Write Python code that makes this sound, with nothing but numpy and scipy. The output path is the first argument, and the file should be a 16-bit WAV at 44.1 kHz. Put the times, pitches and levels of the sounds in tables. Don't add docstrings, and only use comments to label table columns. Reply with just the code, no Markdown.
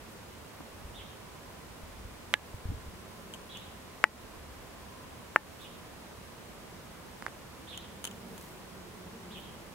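import sys
import numpy as np
from scipy import signal
from scipy.fft import rfft, irfft, next_fast_len
from scipy.io import wavfile
from scipy.ndimage import map_coordinates

SR = 44100
rng = np.random.default_rng(int(sys.argv[2]) if len(sys.argv) > 2 else 0)


def wav_out(sig):
    wavfile.write(sys.argv[1], SR, np.round(np.clip(np.atleast_2d(sig).T, -1, 1) * 32767).astype(np.int16))


N = 429534
TIME = np.arange(N) / SR


def amp(db):
    return 10 ** (np.asarray(db) / 20)


def unit(x):
    return x / np.sqrt(np.mean(x ** 2) + 1e-20)


def over_hz(points, hz):
    f, value = np.transpose(points)
    return np.interp(np.log(hz + 1), np.log(f + 1), value)


def pan(db):
    return amp(np.array([[.5], [-.5]]) * db)


def add(mix, s, sound):
    part = mix[..., round(s * SR):][..., :sound.shape[-1]]
    part += sound[..., :part.shape[-1]]


def butter(x, hz, kind, order=2):
    return signal.sosfilt(signal.butter(order, hz, kind, fs=SR, output="sos"), x)


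def resonate(x, hz, width_hz):
    return signal.lfilter(*signal.iirpeak(hz, hz / width_hz, fs=SR), x)


def wander(size, rate_hz):
    place = np.arange(size) * 2 * rate_hz / SR
    return unit(map_coordinates(rng.standard_normal(1000), [place], order=2, mode="mirror"))


def swells(rows):
    return sum(amp(db) * np.cos(np.pi * np.clip((TIME - s) / length, -.5, .5)) ** 2
               for s, length, db in rows)


def noise_pair(colour=((0, 0), (SR, 0)), balance=((0, 0), (SR, 0))):
    # (frequency [Hz], correlation [-1 to 1])
    likeness = [(60, 0.856), (130, 0.778), (290, 0.32), (640, 0.39), (1400, 0.29), (2600, 0.056),
                (4400, -0.25), (8000, 0.3), (15000, 0.984)]
    size = next_fast_len(N, True)
    hz = np.fft.rfftfreq(size, 1 / SR)
    left, independent = rfft(rng.standard_normal((2, size)))
    same = over_hz(likeness, hz)
    right = same * left + np.sqrt(1 - same ** 2) * independent
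    spectra = np.array([left, right]) * amp(over_hz(colour, hz)) * pan(over_hz(balance, hz))
    return irfft(spectra, size)[:, :N]


def knocks(skew=0.043, mic_lag_s=.00005, rattle_db=-19, rattle_s=0.0078, hollow_hz=2520):
    # (time [s], gain [dB], body [Hz], body width [Hz], contact cut-off [Hz],
    # thud [dB re body], crack [dB re body], crack [Hz], ring [Hz], hollowness [0-1], left-right [dB])
    blows = [(0.606, -14.5, 700, 900, 1360, 0.5, -31, 2500, 1700, .2, 0),
             (2.3396, 20, 2050, 850, 3780, -22, -22, 4950, 1690, 1, -5.5),
             (4.0405, 24.5, 1616, 954, 2710, -28.5, -25, 2700, 1947, .4, 3.5),
             (5.3607, 23.5, 1410, 478, 2675, -11.5, -34, 2800, 1780, 0.47, 1.5),
             (7.2240, -5, 1300, 1020, 2200, -11.5, -15.5, 2500, 1760, .3, -4.5),
             (7.2647, 5.5, 1445, 900, 2140, -12.5, -21.5, 3000, 1758, 0.48, -6.5),
             (7.2819, -16, 1100, 1600, 3200, -1, -25, 2500, 1760, .3, 6)]
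    # (frequency [Hz], width [Hz], share soaked up [0-1])
    housing_modes = [(315, 16, .9), (860, 22, 1.0)]
    out = np.zeros((2, N))
    blow, t = signal.unit_impulse(SR // 4), np.arange(SR // 4) / SR
    for (s, db, body_hz, width_hz, contact_hz,
         thud_db, crack_db, crack_hz, ring_hz, hollow, side_db) in blows:
        lag_s = mic_lag_s * np.sign(side_db)
        thud = amp(thud_db) * butter(resonate(blow, 720, 1030), 144, "high", order=1)
        edge = amp(-4) * resonate(blow, 10700, 2800)
        crack = amp(crack_db) * butter(resonate(blow, crack_hz, 5200) + edge, 11400, "low", order=4)
        modes = housing_modes + [(ring_hz, 22, hollow), (hollow_hz, 420, hollow)]
        for channel, side in enumerate((-1, 1)):
            body = resonate(blow, body_hz * (1 + side * skew), width_hz) + thud
            body = butter(body, contact_hz, "low", order=8)
            for hz, mode_width_hz, share in modes:
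                body = body - share * resonate(body, hz, mode_width_hz)
            scatter = rng.standard_normal(len(t)) * np.exp(-t / rattle_s)
            scatter /= np.linalg.norm(scatter)
            rattle = amp(rattle_db) * signal.fftconvolve(body, scatter)[:len(t)]
            knock = amp(db) * pan(side_db)[channel] * (body + crack + rattle)
            add(out[channel], s + channel * lag_s, knock)
    return out


def ticks(snap_s=0.0019, tail_s=0.0086, tail_db=-16, shell_hz=3080, shell_width_hz=240, side_db=1):
    # (time [s], gain [dB], shell ring [dB re snap])
    slips = [(3.3379, -34.5, 12), (3.3435, -39.5, 10), (3.572, -36.5, 4.5), (7.7755, -33, 16),
             (8.0421, -25.5, -2), (8.0515, -24, 5), (8.0670, -36.5, 8), (8.074, -32.5, 6.5),
             (8.112, -40.5, 16), (8.379, -37, -9.5), (8.4122, -42, -10)]
    # (frequency [Hz], gain [dB])
    snap_colour = [(200, -12), (900, 0.5), (2200, -4.5), (3100, 2), (4200, -5.5), (5600, -13.5),
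                   (6600, 4.5), (8000, -4.5), (10000, -1.5), (13000, -11), (16000, -15)]
    out, t = np.zeros((2, N)), np.arange(SR // 20) / SR
    grit = noise_pair(snap_colour)
    fade = np.exp(-t / snap_s) + amp(tail_db) * np.exp(-t / tail_s)
    for s, db, ring_db in slips:
        snap = amp(db) * pan(side_db) * fade * grit[:, round(s * SR):][:, :len(t)]
        add(out, s, snap + amp(ring_db) * resonate(snap, shell_hz, shell_width_hz))
    return out


def grip(low_hz=38, top_hz=75, rest_db=-68.5, jerk_db=3, jerk_hz=9, t60=0.051, lag_s=0.00084):
    # (middle [s], length [s], level [dB])
    shifts = [(.93, .35, -52), (2.03, 0.764, -50), (2.72, 0.217, -41.5), (2.88, 0.2, -48), (4.5, 0.52, -51),
              (5.08, 0.37, -54.5)]
    # (time [s], level [dB], pitch [Hz])
    bumps = [(.6030, -34.5, 280), (0.851, -32, 75), (1.833, -33, 60), (2.050, -33, 70), (2.541, -28.5, 100),
             (2.654, -22.5, 74), (2.6877, -24.5, 75), (2.7000, -24, 105), (2.717, -32.5, 285),
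             (2.7440, -29.5, 70), (2.882, -34, 65)]
    effort = amp(rest_db) + swells(shifts) * unit(amp(jerk_db * wander(N, jerk_hz)))
    rumble = butter(butter(noise_pair(), top_hz, "low", order=3), low_hz, "high")
    out = effort * unit(rumble)
    t = np.maximum(np.arange(SR // 5) / SR - np.array([[0], [lag_s]]), 0)
    for s, db, hz in bumps:
        swing = amp(db - 60 * t / t60) * np.sin(2 * np.pi * hz * t)
        add(out, s, butter(swing, 470, "low"))
    return out


def slides(low_hz=6000, catch_db=3, catch_hz=120):
    # (middle [s], length [s], level [dB])
    strokes = [(.12, 0.11, -63), (2.55, .08, -65), (3.2, 0.33, -66), (5.63, .16, -62), (7.06, .1, -75),
               (8.17, .14, -64), (8.43, 0.53, -59), (9.4, 0.126, -61)]
    hiss = butter(rng.standard_normal(N), low_hz, "high")
    grain = amp(catch_db * wander(N, catch_hz))
    return swells(strokes) * unit(hiss * grain)


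def bees(drift=.04, drift_hz=6, flicker_db=4, flicker_hz=14, roam_db=3, roam_hz=2):
    wingbeats = [169.4, 181, 195.45, 223]
    harmonics = [1.5, -3, -18.5, -17, -15]
    # (time when closest [s], level [dB], time to fall 3 dB [s])
    passes = [(3.2, -56.5, 0.2), (6.4, -59, 0.15), (8.22, -52.5, 0.23), (9.1, -50.5, 0.3246)]
    hum = np.zeros((2, N))
    for hz in wingbeats:
        cycles = np.cumsum(hz * (1 + drift * wander(N, drift_hz))) / SR
        buzz = sum(amp(db) * np.sin(2 * np.pi * k * cycles) for k, db in enumerate(harmonics, 1))
        hum += buzz * amp(flicker_db * wander(N, flicker_hz)) * pan(roam_db * wander(N, roam_hz))
    power = sum(amp(db) ** 2 / (1 + ((TIME - s) / near_s) ** 2) for s, db, near_s in passes)
    return np.sqrt(power) * unit(hum)


def bird(length_s=.1, attack_s=.002, release_s=.0337, swell_db=9, rasp_hz=480, distance_db=-7.5):
    # (time [s], level before trees and distance [dB], top pitch [Hz])
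    chirps = [(.938, -49.5, 3830), (3.491, -46.5, 3930), (5.591, -52, 3850), (7.670, -46, 3990),
              (9.304, -48, 3788)]
    out, t = np.zeros(N), np.arange(0, length_s, 1 / SR)
    flick = 1 - .32 * np.exp(-t / .008)
    sink = 1 - .2 * (1 + np.tanh((t - .043) / .01295)) / 2
    rasp = .135 * (.35 + .5 * t / length_s)
    envelope = np.minimum(t / attack_s, 1) * np.minimum((length_s - t) / release_s, 1)
    envelope *= amp(swell_db * t / length_s)
    for s, db, top_hz in chirps:
        hz = top_hz * flick * sink * (1 + rasp * wander(len(t), rasp_hz))
        add(out, s, amp(db) * envelope * np.sin(2 * np.pi * np.cumsum(hz) / SR))
    return amp(distance_db) * pan(db=-2) * trees(out)


def trees(x, t60=0.98, early_s=0.013, early_db=9, echo_s=0.115, echo_spread_s=0.027, echo_db=1, wet_db=5):
    t = np.arange(SR) / SR
    tail = amp(-60 * t / t60)
    near = amp(early_db) * np.exp(-t / early_s)
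    echo = amp(echo_db) * tail * np.exp(-((t - echo_s) / echo_spread_s) ** 2)
    response = rng.standard_normal((2, SR)) * (near + echo + tail)
    response /= np.linalg.norm(response, axis=1, keepdims=True)
    return x + amp(wet_db) * signal.fftconvolve(x[None], response, axes=1)[:, :N]


def whirr(hz=1025, width_hz=75, rest_db=-72.5, trim_db=-5):
    # (middle [s], length [s], level before trim [dB])
    rises = [(1.42, .9, -58), (3.2, 2.6, -59.5), (5.05, 1.2, -57), (8.8, 1.4, -69)]
    tone = resonate(resonate(noise_pair(), hz, width_hz), hz, width_hz)
    return amp(trim_db) * (amp(rest_db) + swells(rises)) * unit(tone)


def air(level_db=-48.5):
    # (frequency [Hz], relative density [dB])
    colour = [(15, -24), (40, -6), (75, 0.5), (140, -4), (230, -3), (300, -6), (520, -6), (780, -9.5),
              (1020, -8.5), (1300, -12), (2400, -16), (5000, -21.5), (10000, -26), (15800, -32.5)]
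    # (frequency [Hz], left-right [dB])
    balance = [(60, -3.5), (110, -0.5), (200, -2), (380, -2), (700, -2), (1290, -2), (2380, -1.0),
               (4400, -0.5), (8120, 0.0), (15000, 0.5)]
    # (frequency [Hz], level [dB])
    tones = [(14356, -80), (15611, -84)]
    whine = sum(amp(db) * np.sqrt(2) * np.sin(2 * np.pi * hz * TIME) for hz, db in tones)
    return amp(level_db) * unit(noise_pair(colour, balance)) + whine


def scene():
    return air() + whirr() + bees() + bird() + grip() + slides() + knocks() + ticks()


def record(dry, threshold_db=-12, slope=0.35, recovery_db_per_s=28, top_hz=15850):
    peak_db = 20 * np.log10(abs(dry).max(0) + 1e-9)
    excess_db = np.maximum(peak_db - threshold_db, 0)
    recovery_db = TIME * recovery_db_per_s
    duck_db = np.maximum.accumulate(slope * excess_db + recovery_db) - recovery_db
    ducked = dry / amp(butter(duck_db, 45, "low", order=1))
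    band_limit = signal.firwin(511, top_hz, window=("kaiser", 9), fs=SR)
    return signal.oaconvolve(np.clip(ducked, -1, 1), band_limit[None], "same")


dry = scene()
out = record(dry)
wav_out(out)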